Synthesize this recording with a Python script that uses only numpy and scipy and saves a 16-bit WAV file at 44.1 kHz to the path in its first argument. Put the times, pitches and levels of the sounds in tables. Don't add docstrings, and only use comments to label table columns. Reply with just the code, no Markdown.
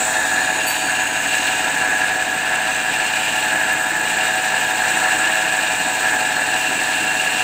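import sys
import numpy as np
from scipy import signal
from scipy.fft import rfft, irfft
from scipy.io import wavfile
from scipy.ndimage import uniform_filter1d, minimum_filter1d, map_coordinates

SR = 44100
rng = np.random.default_rng(int(sys.argv[2]) if len(sys.argv) > 2 else 0)


def bounce(signal):
    frames = np.transpose(np.atleast_2d(signal))
    limited = np.clip(frames, -1, 1)
    pcm = np.round(limited * 32767).astype(np.int16)
    wavfile.write(sys.argv[1], SR, pcm)


N = 327663
TIME = np.arange(N) / SR
FREQ = np.maximum(np.fft.rfftfreq(N, 1 / SR), 1)
TOOTH_HZ, SECOND_TOOTH_HZ = 106.92, 138.5
PINION_HZ, BELT_HZ, WHEEL_HZ = 11.88, 14.55, 29.69


def undb(db):
    return 10 ** (np.asarray(db) / 20)


def level(x, db):
    return x * undb(db) / np.std(x)


def curves(table):
    times, *columns = np.transpose(table)
    return [np.interp(TIME, times, column) for column in columns]


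def walk(rate_hz):
    k = int(SR / rate_hz)
    held = np.repeat(rng.standard_normal(N // k + 1), k)
    return 1.43 * uniform_filter1d(uniform_filter1d(held, k), k)[:N]


def colour(x, points):
    hz, db = np.transpose(points)
    return irfft(rfft(x) * undb(np.interp(np.log(FREQ), np.log(hz), db)), N)


def ring(x, modes, sign=-1):
    response = sum(sign ** k * undb(db) / (1 + 1j * (FREQ ** 2 - hz ** 2) / (FREQ * width))
                   for k, (hz, width, db) in enumerate(modes))
    return irfft(rfft(x) * response, N)


def grains(spread_db):
    return level(rng.standard_normal(N) * undb(spread_db * np.minimum(rng.exponential(size=N), 7)), 0)


def worn(clock, turn_hz, share):
    profile = rng.standard_normal(int(SR / turn_hz))
    position = (clock * turn_hz) % 1 * len(profile)
    again = map_coordinates(profile, [position], order=1, mode="grid-wrap")
    return np.sqrt(share) * level(again, 0) + np.sqrt(1 - share) * rng.standard_normal(N)


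def tones(clock, lines, waver_db):
    return sum(np.sqrt(2) * undb(db + waver_db * walk(8.3))
               * np.sin(2 * np.pi * (hz * clock + rng.random())) for hz, db in lines)


# t/s, relative frame level/dB, housing level/dB
GEAR_LOAD = [(0.0, -22.5, -21.5), (0.4, -24.0, -18.5), (0.78, -24.0, -24.5), (0.89, -25.0, -20),
             (1.47, -24.5, -20.5), (2.05, -24, -17.5), (2.25, -25.5, -23), (2.36, -24.5, -19),
             (3.41, -24.0, -22.5), (3.53, -24, -17.5), (3.89, -25, -20.5), (4.35, -23.5, -19),
             (4.75, -23.5, -21.5), (5.05, -23, -17.5), (5.86, -24.0, -21.5), (6.14, -23.5, -19),
             (6.6, -24.5, -21.5), (7.43, -25.0, -21)]
# multiple of its tooth rate, level/dB before the load acts
MAIN_WHINE = [(3, -49.5), (5, -50), (6, -38.5), (7, -31), (8, -35), (9, -45), (10, -49), (12, -51),
              (13, -41), (14, -47), (15, -33.5), (16, -48), (17, -37.5), (18, -46), (19, -48), (20, -48.5),
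              (24, -39)]
SECOND_WHINE = [(5, -48.5), (10, -50), (11, -39), (12, -30)]
def gear_whine(clock, runout_s=5e-5, throb=.35):
    frame_db, housing_db = curves(GEAR_LOAD)
    turn = 2 * np.pi * PINION_HZ * clock
    uneven_clock = clock + runout_s * np.sin(turn)
    main = tones(uneven_clock, [(k * TOOTH_HZ, db) for k, db in MAIN_WHINE], waver_db=1.5)
    second = tones(clock, [(k * SECOND_TOOTH_HZ, db) for k, db in SECOND_WHINE], waver_db=1)
    main_gain = undb(2.3 * (frame_db - np.mean(frame_db)) - .4) * (1 + throb * np.cos(turn))
    second_gain = undb(1.5 * (housing_db - np.mean(housing_db)))
    return main * main_gain + second * second_gain


# f/Hz, gain/dB
FRAME_BODY = [(300, -25.5), (540, -12), (620, -6.5), (700, -1), (770, 2.5), (810, -6.5), (980, -1),
              (1040, -9), (1300, -8.5), (1700, -31), (3000, -90)]
HOUSING_BODY = [(740, -32), (1250, -18.5), (1450, -9.5), (1570, -4.5), (1650, 0.5), (1745, 4),
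                (1800, -10.5), (1900, -10.5), (2000, -14.5), (2200, -15), (2860, -38), (5000, -90)]
def gear_rattle(clock, knock=.58):
    frame_db, housing_db = curves(GEAR_LOAD)
    meeting = 1 + knock * np.cos(2 * np.pi * TOOTH_HZ * clock)
    frame = colour(worn(clock, PINION_HZ / 2, share=.39), FRAME_BODY)
    housing = colour(worn(clock, PINION_HZ / 2, share=.46) * meeting, HOUSING_BODY)
    play = undb(.88 * walk(35))
    return play * (level(frame, frame_db - 7) + level(housing, housing_db - 3))


# f/Hz, gain/dB
BELT_RUMBLE = [(5, -45), (20, -10), (50, -11.5), (72, -9.5), (100, -10.5), (130, -10), (175, -1.5),
               (210, -2), (290, 2), (330, 3.5), (360, -1.5), (480, 0), (570, -8.5), (1200, -62)]
# f/Hz, level/dB
DRIVE_HUM = [(72.7, -57), (116.4, -51), (149.4, -51.5), (177, -52), (232.8, -51), (276.6, -49),
             (291.4, -50), (480.5, -50), (598.2, -52), (772.5, -56), (915.2, -44.5), (981.1, -43),
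             (1734, -49), (1743, -39.5), (1764.4, -39.5)]
def belt(clock, rumble_db=-37.5):
    frame_db, _ = curves(GEAR_LOAD)
    swell_db = .67 * (frame_db - np.mean(frame_db))
    rumble = colour(worn(clock, BELT_HZ, share=.26) * undb(1.9 * walk(70)), BELT_RUMBLE)
    return level(rumble, rumble_db + swell_db) + tones(clock, DRIVE_HUM, waver_db=1)


# t/s, relative blade level/dB, holder level/dB, rim hiss level/dB
WHEEL_WORK = [(0.0, -28.0, -33, -18.5), (0.13, -33, -30, -24), (0.51, -23.5, -33.5, -27.5),
              (1.23, -23, -42, -26.5), (1.34, -20, -32, -25.5), (1.98, -26, -34.5, -27.5),
              (2.66, -23.5, -36.5, -28.5), (3.27, -18.5, -36, -25), (3.88, -27.5, -37, -27),
              (4.21, -22, -34.5, -25.5), (4.47, -25.5, -30.5, -25.5), (4.6, -20.5, -36, -26.5),
              (4.74, -26.5, -33.5, -26.5), (4.88, -22, -32, -23), (5.68, -23, -35, -26.0),
              (6.13, -24, -32, -24.0), (6.35, -24, -32.5, -26), (7.43, -22, -32.5, -25.5)]
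# f/Hz, gain/dB
GRIT_RASP = [(1200, -32), (2100, -6), (2300, -2), (2500, 3), (2650, .5), (3000, -4.5), (3200, -6.5),
             (3500, -9.5), (4000, -8), (4400, -10.5), (5100, -18), (6900, -45), (12000, -90)]
# f/Hz, width/Hz, gain/dB
BLADE_MODES = [(2480, 110, -5), (2585, 80, -8), (2775, 150, 0)]
HOLDER_MODES = [(3330, 70, -2), (3690, 75, 2), (3915, 85, -1.5), (4260, 40, -2), (4800, 50, -10),
                (5400, 110, -14), (5680, 120, -11), (5930, 45, -11)]
RIM_MODES = [(7160, 240, -.5), (7710, 100, 4.5), (7920, 170, 1), (8140, 96, 5)]
def grinding(clock):
    blade_db, holder_db, hiss_db = curves(WHEEL_WORK)
    pressure = undb(.7 * np.cos(2 * np.pi * WHEEL_HZ * clock) + .7 * walk(220) + .5 * walk(25))
    scrape = pressure * worn(clock, PINION_HZ / 2, share=.14)
    grit = grains(spread_db=2.8)
    rasp = level(colour(scrape + .81 * grit, GRIT_RASP), .45 * blade_db - 20)
    chatter = scrape * undb(2 * walk(110))
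    blade = level(ring(chatter, BLADE_MODES), blade_db - 7.5 - 3.2 * deep_bite())
    holder = level(ring(chatter, HOLDER_MODES, sign=1), holder_db - 3.2)
    rim = level(ring(pressure * grit, RIM_MODES), hiss_db - 6.5)
    return rasp + blade + holder + rim + blade_song(scrape)


# f/Hz, gain/dB
SPRAY_HISS = [(3000, -71), (5200, -13), (6000, -13), (6300, -7), (7000, -3), (7500, -4), (8000, 0.5),
              (8400, -3.5), (8800, -10), (10300, -23.5), (12400, -22.5), (13800, -17), (15000, -14),
              (15500, -13)]
def coolant_spray():
    _, _, hiss_db = curves(WHEEL_WORK)
    droplets = grains(spread_db=3.3) * undb(.6 * walk(60))
    return level(colour(droplets, SPRAY_HISS), .8 * hiss_db - 10)


def coolant_jet(start_hz=7010, sink_hz_per_s=290, passed_s=.99, fade_db_per_s=10, spurt_s=2.74):
    jet_hz = start_hz - sink_hz_per_s * np.minimum(TIME, spurt_s)
    stream = undb(-33 - fade_db_per_s * np.maximum(TIME - passed_s, 0))
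    spurt = undb(-39) * np.exp(-np.abs(TIME - spurt_s) / .035)
    band = signal.sosfilt(signal.butter(3, 210, fs=SR, output="sos"), rng.standard_normal(N))
    jet = band * np.cos(2 * np.pi * np.cumsum(jet_hz) / SR)
    splash = colour(grains(spread_db=2), [(2500, -35), (3600, 0), (4500, 5), (5100, -24),
                                          (6100, -32), (8800, 6), (10500, -3), (12500, -16)])
    return (stream + spurt) * (level(jet, 0) + level(splash, -7))


def workshop(x, t60_s=.21, wet_db=-10):
    age = TIME[:SR // 2]
    tail = rng.standard_normal(len(age)) * np.exp(-np.log(1000) * age / t60_s)
    return x + undb(wet_db) * signal.fftconvolve(x, tail / np.linalg.norm(tail))[:N]


# f/Hz, relative level/dB, t60/s
STEEL_MODES = [(4565, -32, 3), (7903, -32, 1.5), (8656, -38, 1), (8990, -36, 1.5), (9825, -40, 1.5),
               (9990, -45, 1.2), (12330, -32, .6), (12385, -36, .7), (14000, -46, .6), (15120, -37, .55),
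               (15420, -41, .45)]
def ping(start_s=.666, free_s=.225, rise_s=.008, damp_s=.03, graze_s=.019):
    age = np.maximum(TIME - start_s, 0)
    envelope = (1 - np.exp(-age / rise_s)) * np.exp(-np.maximum(age - free_s, 0) / damp_s)
    strike = 1 + 2 * np.exp(-age / .03)
    modes = sum(undb(db + 2 * walk(59)) * np.exp(-np.log(1000) * age / t60)
                * np.sin(2 * np.pi * hz * age) for hz, db, t60 in STEEL_MODES)
    graze = level(colour(grains(spread_db=-2), [(3000, -32), (8000, 5), (15000, 0)]), -31)
    return envelope * strike * modes + (age > 0) * np.exp(-age / graze_s) * graze


# start t/s, end t/s, relative level/dB
BRUSH_SPELLS = [(1.0, 1.82, -30), (2.33, 2.47, -28), (3.35, 4.92, -29)]
def squeaks(clock, pitch_hz=13800, width_hz=900, length_s=.0016, scatter_db=7):
    turns = WHEEL_HZ * clock - .845
    nearest = np.round(turns).astype(int)
    touch = np.exp(-((turns - nearest) / WHEEL_HZ / length_s) ** 2)
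    size = undb(scatter_db * rng.uniform(-1.1, 1, N))[nearest]
    spell = sum(undb(db) * ((TIME > start) & (TIME < end)) for start, end, db in BRUSH_SPELLS)
    band = signal.sosfilt(signal.butter(2, width_hz / 2, fs=SR, output="sos"), rng.standard_normal(N))
    return spell * size * touch * level(band * np.cos(2 * np.pi * pitch_hz * TIME), -11)


def deep_bite(start_s=6.36, rise_s=.22):
    return 1 - np.exp(-np.maximum(TIME - start_s, 0) / rise_s)


# f/Hz, width/Hz, gain/dB
SONG_MODES = [(2730, 90, 0), (10230, 70, -16.5)]
def blade_song(scrape):
    return deep_bite() * level(ring(scrape, SONG_MODES), -31)


def scene(idle_hz=107, sag_hz_per_s=.015, bite_sag_hz=.17):
    tooth_hz = idle_hz - sag_hz_per_s * TIME - bite_sag_hz * deep_bite()
    clock = np.cumsum(tooth_hz) / SR / TOOTH_HZ
    noise = gear_rattle(clock) + grinding(clock) + coolant_spray() + coolant_jet()
    return (workshop(noise) + gear_whine(clock) + belt(clock) + squeaks(clock) + ping())[None]


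def record(dry, ceiling=.5, top_hz=15550):
    gain = np.minimum(1, ceiling / (np.abs(dry) + 1e-9))
    gain = uniform_filter1d(minimum_filter1d(gain, size=200), size=200)
    return signal.sosfilt(signal.ellip(12, .1, 80, top_hz, fs=SR, output="sos"), dry * gain)


dry = scene()
out = record(dry)
bounce(out)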